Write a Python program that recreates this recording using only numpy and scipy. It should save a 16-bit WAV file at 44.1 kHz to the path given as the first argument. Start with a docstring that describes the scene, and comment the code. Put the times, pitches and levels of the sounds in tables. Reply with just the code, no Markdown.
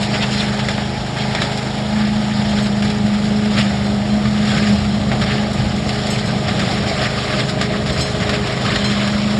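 """A leaf vacuum on a trailer runs beside a street for nine seconds, heard a few metres away.
From the start a four-stroke engine turns a four-blade fan (steady tones) and air roars up the ribbed hose
(coloured noise). Gulps of leaves crackle at once, twigs snap (click and noise burst), stones ring the fan
wheel (fading tones), and from 0.6 s clumps thud on the hose (low fading tones). The main blade tone peaks
near 3.6 s, the hardest thud comes at 5.2 s, gulps crowd in after 6 s, and the strongest bursts at 8.8 s."""
import sys
import numpy as np
from scipy import signal
from scipy.io import wavfile
from scipy.ndimage import uniform_filter1d

SR = 44100
rng = np.random.default_rng(int(sys.argv[2]) if len(sys.argv) > 2 else 0)


def store_pcm(level_fs):
    """Save levels as 16-bit WAV."""
    pcm = np.round(np.clip(level_fs, -1, 1) * 32767).astype(np.int16)
    wavfile.write(sys.argv[1], SR, np.atleast_2d(pcm).T)


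N = 414099
T = np.arange(N) / SR  # time, s
COARSE_T = T[::64]  # a coarser clock for slow curves, s

# All levels are as they stand before the ground and the microphone.
# fan speed and its lower tones: (t/s, blade rate f/Hz, blade tone level/dB, 2nd harmonic level/dB)
FAN_SPEED = [(0, 206.2, -21, -36.5), (.55, 207.7, -21, -35), (1.02, 208.4, -27, -38.5),
             (1.14, 207.7, -36, -40), (1.21, 209, -24, -37), (1.62, 207.5, -27.5, -32.5),
             (1.8, 209.4, -21.5, -38.5), (2, 210.5, -15.5, -42), (2.25, 210.1, -18, -50),
             (2.48, 207.4, -18, -50), (2.56, 206.7, -15, -31.5), (2.77, 206.3, -17.5, -41),
             (2.95, 208.5, -17.5, -30.5), (3.11, 207, -15, -38.5), (3.48, 210.2, -17.5, -28.5),
             (3.63, 204, -12, -47), (3.72, 203.3, -20, -39), (3.95, 205.2, -17.5, -29),
             (4.13, 208.6, -16, -51.5), (4.47, 208.6, -14.5, -32.5), (4.84, 206, -15.5, -39),
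             (5, 208.8, -18.5, -38.5), (5.33, 209.2, -20, -28.5), (5.65, 206.5, -21, -44),
             (5.95, 208, -24, -30), (6.4, 207.8, -25, -34.5), (7.01, 205, -25, -31.5),
             (7.5, 205.7, -27, -33), (7.79, 207.6, -22, -27), (7.9, 209.6, -32, -33),
             (8.22, 208.3, -39, -28.5), (8.3, 207, -22, -26.5), (8.55, 205.5, -30, -32),
             (8.84, 204, -20.5, -32), (9.15, 206, -18, -48), (9.39, 209.4, -16.5, -31)]
# higher blade tones: (t/s, 3rd harmonic level/dB, 4th harmonic level/dB)
UPPER_BLADE_TONES = [(0, -37, -35), (.8, -50, -39), (1.3, -40, -37), (2.4, -39, -38.5), (3.4, -42, -44),
                     (4.1, -36, -51), (5.2, -44, -39.5), (6.5, -34, -39), (7.9, -32, -46), (8.3, -34, -30),
                     (9.39, -35.5, -48)]
# exhaust tones, as multiples of the engine cycle rate: (multiple)
EXHAUST_MULTIPLES = [2, 3, 4, 5, 6, 7, 9, 10, 11, 12, 13, 14, 18, 22, 28]
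# how loud each exhaust tone is: (level/dB)
EXHAUST_LEVELS = [-39, -36.5, -35.5, -25.5, -33, -34.5, -38, -42.5, -46.5, -46, -40.5, -47.5, -43, -47, -43]
# air in the hose with no gulp: (t/s, roar level/dB, rumble level/dB, buffeting level/dB)
AIR_LEVELS = [(0, -26, -31, -36.5), (.5, -27.5, -30, -35), (.95, -28.5, -38, -34), (1.4, -27, -27, -36),
              (1.7, -27, -42, -36), (2.2, -28, -31, -34), (2.5, -27, -27, -30), (2.9, -27.5, -26.5, -35),
              (3.4, -27.5, -26, -31), (3.8, -26, -30, -30), (4.2, -27, -30, -32), (4.6, -27, -24, -29),
              (5, -26, -22, -26), (5.45, -24.5, -28.5, -36), (5.62, -25.5, -23, -28),
              (5.8, -26.5, -27, -31), (6.2, -24.5, -27.5, -32), (6.6, -23.5, -22, -36),
              (7, -24, -30.5, -29), (7.5, -24.5, -25.5, -44), (7.9, -24, -26.5, -26), (8.4, -25, -25, -34),
              (8.8, -24, -23, -33), (9.1, -26.5, -36, -30), (9.39, -24.5, -32, -35)]
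# colour of the rumble: (f/Hz, level/dB)
RUMBLE_COLOUR = [(70, -30.5), (92, -19), (105, -0.5), (116, 1.5), (142, -10), (170, 0), (185, 0.5),
                 (225, -6), (270, -19.5), (330, -29.5), (600, -58)]
# colour of the roar: (f/Hz, level/dB)
ROAR_COLOUR = [(150, -31), (260, -0.5), (330, -1.5), (430, -5.5), (520, -2.5), (640, 1), (830, 0),
               (1000, -4), (1400, -30.5)]
# colour of the steady hiss: (f/Hz, level/dB)
HISS_COLOUR = [(700, -21), (1000, -1.5), (1220, 7), (1350, 1.5), (2100, 1), (2600, -4), (3400, 0),
               (4400, -4), (12000, -3)]
# colour of the deep buffeting: (f/Hz, level/dB)
BUFFET_COLOUR = [(25, -22), (45, -9), (65, -3), (85, -0.5), (120, -15), (200, -51)]
# colour of shredded leaves and snapped twigs: (f/Hz, level/dB)
SHRED_COLOUR = [(200, -7.5), (430, -11), (640, 1.5), (1020, -4), (1220, 3), (1350, -2), (1600, 1.5),
                (2150, 1), (2600, -2), (3400, 0), (4500, -3), (12000, -6)]
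# thin stream of leaves between the gulps: (t/s, level/dB)
LEAF_STREAM = [(0, -26), (.5, -27), (1, -28.5), (1.8, -29), (2.5, -24.5), (2.75, -32), (3.3, -27.5),
               (4, -29), (4.4, -28), (5, -29.5), (5.75, -30.5), (6.1, -22.5), (6.8, -33), (7.8, -28),
               (8.2, -26), (9.1, -22), (9.39, -29)]
# gulps passing the fan: (peak t/s, peak level/dB, time to fade 10 dB t/s, brightness/dB per octave);
# a negative fading time turns the shape round: a slow swell, then a quicker fade
LEAF_GULPS = [(0.029, -17, .04, 2), (.15, -17, 0.06, -0.5), (.23, -13, .035, -1.5), (.33, -17.5, .06, 1),
              (.4, -17.5, 0.08, 1), (.6, -27, 0.4, -2), (.71, -20, 0.02, 0.5), (1.2, -21.5, 0.12, -2.5),
              (1.31, -26, 0.17, 2), (1.36, -22.5, 0.1, -3.5), (1.43, -21, 0.13, 0), (1.99, -24.5, .1, -2.5),
              (2.41, -25, .06, -2), (2.58, -21.5, .06, 0), (2.66, -21, .025, 0), (2.85, -20.5, .04, 0),
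              (2.9, -25, .05, 1), (3.59, -13, 0.06, -0.5), (4.5, -21.5, 0.2, 0), (4.57, -17.5, 0.12, -1),
              (4.69, -21.5, 0.14, 0), (4.76, -20.5, 0.02, -1), (5.12, -24.5, 0.08, -2),
              (5.23, -20, 0.06, -0.5), (5.33, -18, 0.1, -2.5), (5.6, -22.5, -0.06, -2),
              (5.91, -26.5, 0.46, 1.5), (6.29, -22.5, .05, -4.5), (6.49, -20.5, 0.07, -1.5),
              (6.62, -19, 0.13, -1.5), (6.72, -21.5, 0.12, 1.5), (6.88, -18, .12, -.5),
              (7.02, -15, .06, -1.5), (7.06, -17, -0.03, -1), (7.17, -21.5, 0.2, -1.5),
              (7.24, -20, 0.17, -0.5), (7.33, -20, 0.1, -2.5), (7.399, -16, 0.05, -1.5),
              (7.5, -23, -0.04, 5), (7.63, -19, .07, -2), (7.74, -22.5, .065, -4), (7.9, -21, -0.03, .5),
              (8., -18.5, 0.09, 0.5), (8.21, -21.5, 0.1, 0), (8.29, -20, 0.1, -4), (8.34, -17, .04, -1.5),
              (8.47, -20, 0.03, 1), (8.51, -20, .05, -2.5), (8.66, -18, .04, -1), (8.71, -17.5, 0.1, -3),
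              (8.761, -8.5, 0.01, -1), (8.86, -20.5, 0.13, -1), (8.92, -24, 0.1, 0), (9.01, -23, 0.3, -4),
              (9.31, -22, .1, 0.5)]
# twigs and clumps striking the blades: (t/s, level/dB, brightness/dB per octave)
TWIG_SNAPS = [(0.141, -23.5, 2), (0.5913, -18, -1.5), (0.685, -14, -0.5), (0.7781, -19, -4),
              (1.3488, -16.5, -2), (1.4177, -12.5, 0), (1.5735, -14, 5), (2.8225, -17.5, 0.5),
              (2.9001, -22.5, 1), (3.457, -23, -3), (3.5458, -20, -11), (4.2532, -19.5, -6),
              (4.4746, -20, -2), (4.5168, -18.5, -4), (4.6701, -22, -4), (5.1147, -16.5, -4.5),
              (5.2145, -17.5, -3), (5.5319, -15, 8.5), (5.7621, -22, 1.5), (5.8907, -16, 1),
              (6.068, -16, 4), (6.189, -23, 3), (6.4815, -16.5, -2.5), (6.542, -19, -9), (6.5935, -15, 2),
              (7.4937, -20, 0), (7.612, -12, 1), (7.86, -20.5, -1), (7.8984, -21.5, -3),
              (7.9618, -19, -5.5), (8.2008, -22.5, -2), (8.2924, -13.5, 1.5), (8.708, -30, -3),
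              (8.748, -26, -10), (9.03, -18.5, -2.5), (9.0748, -18, 1)]
# stones on the fan wheel: (t/s, level/dB, brightness/dB per octave)
STONE_HITS = [(0.328, -26, -8), (2.4883, -28, -4), (2.6247, -35, 13), (3.8448, -32, 3), (4.1, -32, -16),
              (4.9061, -31, -13), (6.1044, -28.5, 15.5), (6.2584, -30.5, 7), (6.7197, -27.5, -5),
              (7.926, -30.5, 7), (8.01, -21, 8), (8.844, -20.5, 1)]
# pitches at which the steel wheel rings: (f/Hz)
WHEEL_PITCHES = [3185, 4114, 5232, 6534, 7203, 7990, 11412]
# how the wheel rings at each pitch: (level/dB, time to fade 60 dB t/s)
WHEEL_RINGING = [(-5, .4), (0, 0.37), (-3, 0.3), (-4, .3), (-4, 0.065), (-0.5, 0.22), (-3, 0.13)]
# heavy clumps along the hose wall: (t/s, level before the soft start/dB, f/Hz)
HOSE_THUDS = [(0.619, -11, 127), (2.598, -11, 135), (3.586, -8, 135.8), (4.257, -9, 110.3), (4.56, -5, 156),
              (4.739, -8, 122.7), (5.21, -2, 124), (5.329, -7, 128.9), (5.589, -5, 122.2), (6.479, -6, 121),
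              (7.429, -7.5, 139), (7.849, -8, 139), (7.889, -8, 140.5), (8.749, -19, 128),
              (9.085, -10, 139)]
# the bounce off the ground cancels a band that slides down as the listener turns: (t/s, f/Hz, depth/dB)
GROUND_BAND = [(0, 1090, -4.5), (2.5, 1074, -5.5), (4.5, 966, -7), (6, 953.8, -7), (7.5, 916, -10),
               (8.5, 869, -9), (9.39, 860, -7)]
# microphone and its housing: (f/Hz, level/dB)
MIC_COLOUR = [(20, -21), (38, -7), (50, -1), (4800, -2), (5500, -2), (5850, -15), (6140, -26.5),
              (6500, -12), (7250, -6), (8200, -16.5), (9100, -22), (9800, -17.5), (11000, -27.5),
              (11800, -37)]

BLADES_PER_CYCLE = 8  # four blades, two turns a cycle
HISS_DB = -25.5
# how far the fullest gulp lifts each layer of the air, dB
LOAD_ROAR_DB, LOAD_RUMBLE_DB, LOAD_BUFFET_DB = 2.5, 4.5, 2
RISE_SHARE = 0.64  # a gulp swells 10 dB in this share of its fading time
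TEARS_PER_S, GRIT_PER_S, GRIT_DB = 1200, 150, -30.5
SNAP_RISE_S, SNAP_T60_S = 0.0014, 0.12  # T60: time to fade 60 dB
CRACK_S, CRACK_DB, CLICK_DB = 0.004, 0.5, 7
THUD_RISE_S, THUD_T60_S = 0.011, 0.1
DIP_WIDTH_HZ = 95  # half-width of the bell-shaped dip (one sigma)
EDGE_HZ = 11900  # top of the recorded band

BLADE_HZ = np.interp(T, *np.transpose(FAN_SPEED)[:2])
CYCLE = 2 * np.pi * np.cumsum(BLADE_HZ) / BLADES_PER_CYCLE / SR  # engine phase, radians


def machine():
    """Blade and exhaust tones share one shaft; turbulence makes each waver in level and phase."""
    blades = curves(FAN_SPEED)[1:] + curves(UPPER_BLADE_TONES)
    tones = [(BLADES_PER_CYCLE * (k + 1), db) for k, db in enumerate(blades)]
    tones += [*zip(EXHAUST_MULTIPLES, EXHAUST_LEVELS)]
    out = np.zeros(N)
    for multiple, db in tones:
        shake = wander(8.7)
        # the same drift played backwards moves the phase
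        phase = multiple * CYCLE + 2 * np.pi * rng.random() + 0.26 * shake[::-1]
        out += np.sqrt(2) * amp(db + 1.35 * shake) * np.cos(phase)
    return out


def roar():
    """Air rushing up the hose: noise that throbs with each turn of the shaft and swells with gulps."""
    throb = 1 + 0.1 * np.cos(2 * CYCLE) + 0.098 * np.cos(2 * 2 * CYCLE)
    noise = rng.standard_normal(N) * throb * amp(1.1 * wander(23.0))
    level_db = curves(AIR_LEVELS)[0] + LOAD_ROAR_DB * load()
    return amp(level_db) * evened(colour(noise, ROAR_COLOUR))


def rumble():
    """The low, lumpy part of the air column, also swelling with each gulp."""
    noise = rng.standard_normal(N) * amp(3.0 * wander(20.0))
    level_db = curves(AIR_LEVELS)[1] + LOAD_RUMBLE_DB * load()
    return amp(level_db) * evened(colour(noise, RUMBLE_COLOUR))


def hiss():
    """Air at the fan outlet: noise with small flickers at three speeds around a steady level."""
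    flicker_db = 0.7 * wander(7.0) + 1.5 * wander(30.0) + 0.73 * wander(200.0)
    noise = rng.standard_normal(N) * amp(flicker_db)
    return amp(HISS_DB) * evened(colour(noise, HISS_COLOUR))


def leaves():
    """Shredding: many small clumped tears, each with a short rattle in the housing, plus ringing grit."""
    each = gulps()
    power = amp(curves(LEAF_STREAM)[0][::64]) ** 2 + each.sum(0)
    # the brightness leans towards whichever gulp is strongest
    tilt_db = np.transpose(LEAF_GULPS)[3] @ each / power

    tears = amp(4.1 * np.minimum(rng.exponential(1, N), 5)) * (rng.random(N) < TEARS_PER_S / SR)
    rattle_fade = amp(-60 * T[:2000] / 0.02)
    rattle = abs(signal.oaconvolve(tears, rattle_fade)[:N])
    crackle = colour(np.sqrt(evened(rattle) + 1.06) * rng.standard_normal(N), SHRED_COLOUR)

    # every handful of leaves has its own colour: smooth random patches over pitch and time
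    hz, t, z = signal.stft(evened(crackle), SR, nperseg=256)
    patches = uniform_filter1d(rng.standard_normal(z.shape[::-1]).T, 5, 0)
    patches = evened(uniform_filter1d(patches, 8, 1))
    octaves = np.log2(np.clip(hz, 500, 9000) / 2500)[:, None]
    z *= amp(2.33 * patches + octaves * np.interp(t, COARSE_T, tilt_db))
    shredding = signal.istft(z, nperseg=256)[1][:N]
    flow = np.interp(T, COARSE_T, np.sqrt(power)) * amp(0.77 * wander(30.0))

    # grit among the leaves keeps the wheel faintly ringing
    grit = amp(3 * np.minimum(rng.exponential(1, N), 3)) * (rng.random(N) < GRIT_PER_S / SR) * flow
    ringing = signal.oaconvolve(grit, ring(0.0, rng.random(len(WHEEL_RINGING))))[:N]
    return flow * shredding + amp(GRIT_DB) * ringing


def gulps():
    """Power of each gulp over time: a straight swell and a straight fade in dB."""
    s, db, fade_s, _ = np.transpose(LEAF_GULPS)[:, :, None]
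    late = (COARSE_T - s) / fade_s
    drop = np.where(late < 0, -late / RISE_SHARE, late)
    return amp(db - 10 * drop) ** 2


def load():
    """How full of leaves the fan is, from the summed gulps; 1 at the fullest moment."""
    size = np.sqrt(gulps().sum(0))
    return np.interp(T, COARSE_T, size / size.max())


def snaps():
    """A twig gives a click and a sudden noise burst that dies away in the housing."""
    out, t = np.zeros(N), T[:SR // 5]
    click = 1.0 * (t == 0)
    crack = 1 + amp(CRACK_DB) * np.exp(-t / CRACK_S)
    shape = amp(-60 * t / SNAP_T60_S) * np.minimum(t / SNAP_RISE_S, 1) * crack
    for s, db, tilt_db in TWIG_SNAPS:
        blow = shape * rng.standard_normal(len(t)) + amp(CLICK_DB) * click
        tint = [(hz, level + tilt_db * np.log2(hz / 2500)) for hz, level in SHRED_COLOUR]
        # divide by the filter's own strength, so brightness does not set the level
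        add(out, s, amp(db) * colour(blow, tint) / np.linalg.norm(colour(click, tint)))
    return out


def stones():
    """Each small stone makes the steel fan wheel ring."""
    out = np.zeros(N)
    for s, db, tilt_db in STONE_HITS:
        add(out, s, amp(db) * ring(tilt_db, rng.random(len(WHEEL_RINGING))))
    return out


def ring(tilt_db, turns):
    """The wheel after one blow: a fading sine at each pitch, started at the given parts of a turn."""
    out, t = 0, T[:SR // 3]
    for hz, (db, t60), turn in zip(WHEEL_PITCHES, WHEEL_RINGING, turns):
        level_db = db + tilt_db * np.log2(hz / 4114) - 60 * t / t60
        out = out + amp(level_db) * np.sin(2 * np.pi * (hz * t + turn))
    return out


def thuds():
    """Each clump gives the hose one soft, low push: a fading sine."""
    out, t = np.zeros(N), T[:SR // 4]
    for s, db, hz in HOSE_THUDS:
        shape = amp(db - 60 * t / THUD_T60_S) * np.minimum(t / THUD_RISE_S, 1)
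        add(out, s, shape * np.sin(2 * np.pi * hz * t))
    return out


def buffet():
    """Slow, uneven pushes of air at the bottom of the range, stronger with each gulp."""
    noise = rng.standard_normal(N) * amp(2.5 * wander(4.9))
    level_db = curves(AIR_LEVELS)[2] + LOAD_BUFFET_DB * load()
    return amp(level_db) * evened(colour(noise, BUFFET_COLOUR))


def ground(x):
    """The bounce off the ground cancels part of the sound: one band is lowered, frame by frame."""
    hz, t, z = signal.stft(x, SR, nperseg=1024)
    centre_hz, depth_db = (np.interp(t, T, c) for c in curves(GROUND_BAND))
    bell = np.exp(-0.5 * ((hz[:, None] - centre_hz) / DIP_WIDTH_HZ) ** 2)
    z *= amp(depth_db * bell)
    return signal.istft(z, nperseg=1024)[1][:N]


def amp(db):
    """Turns dB into a gain."""
    return 10 ** (np.asarray(db) / 20)


def evened(x):
    """Scales to an average strength (rms) of 1."""
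    return x / np.sqrt(np.mean(x ** 2) + 1e-20)


def read(points, hz):
    """Reads a colour table between its points, on a log-frequency axis."""
    f, value = np.transpose(points)
    return np.interp(np.log(hz + 1), np.log(f + 1), value)


def curves(rows):
    """Turns each column of a table into a curve over time."""
    s, *columns = np.transpose(rows)
    return [np.interp(T, s, c) for c in columns]


def add(mix, s, sound):
    """Mixes a sound in at second s."""
    part = mix[round(s * SR):][:len(sound)]
    part += sound[:len(part)]


def colour(x, points):
    """Filters to the given colour without sounding ahead of time (minimum phase)."""
    log_gain = np.log(amp(read(points, abs(np.fft.fftfreq(8192, 1 / SR)))))
    taps = np.fft.ifft(np.exp(signal.hilbert(log_gain).conj())).real[:4096]
    return signal.oaconvolve(x, taps)[:len(x)]


def wander(top_hz):
    """Random drift of rms 1: noise with everything faster than top_hz smoothed away."""
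    smooth = signal.butter(2, top_hz, fs=SR, output="sos")
    return evened(signal.sosfilt(smooth, rng.standard_normal(N)))


def scene():
    """All sources, heard over hard ground."""
    moving_air = roar() + rumble() + hiss() + buffet()
    debris = leaves() + snaps() + stones() + thuds()
    return ground(machine() + moving_air + debris)[None]


def record(dry):
    """A small microphone colours the sound, then the top of the band is cut off."""
    heard = colour(dry[0], MIC_COLOUR)[None]
    low_pass = signal.firwin(511, EDGE_HZ, window=("kaiser", 9), fs=SR)
    return signal.oaconvolve(heard, low_pass[None], "same")


dry = scene()
out = record(dry)
store_pcm(out)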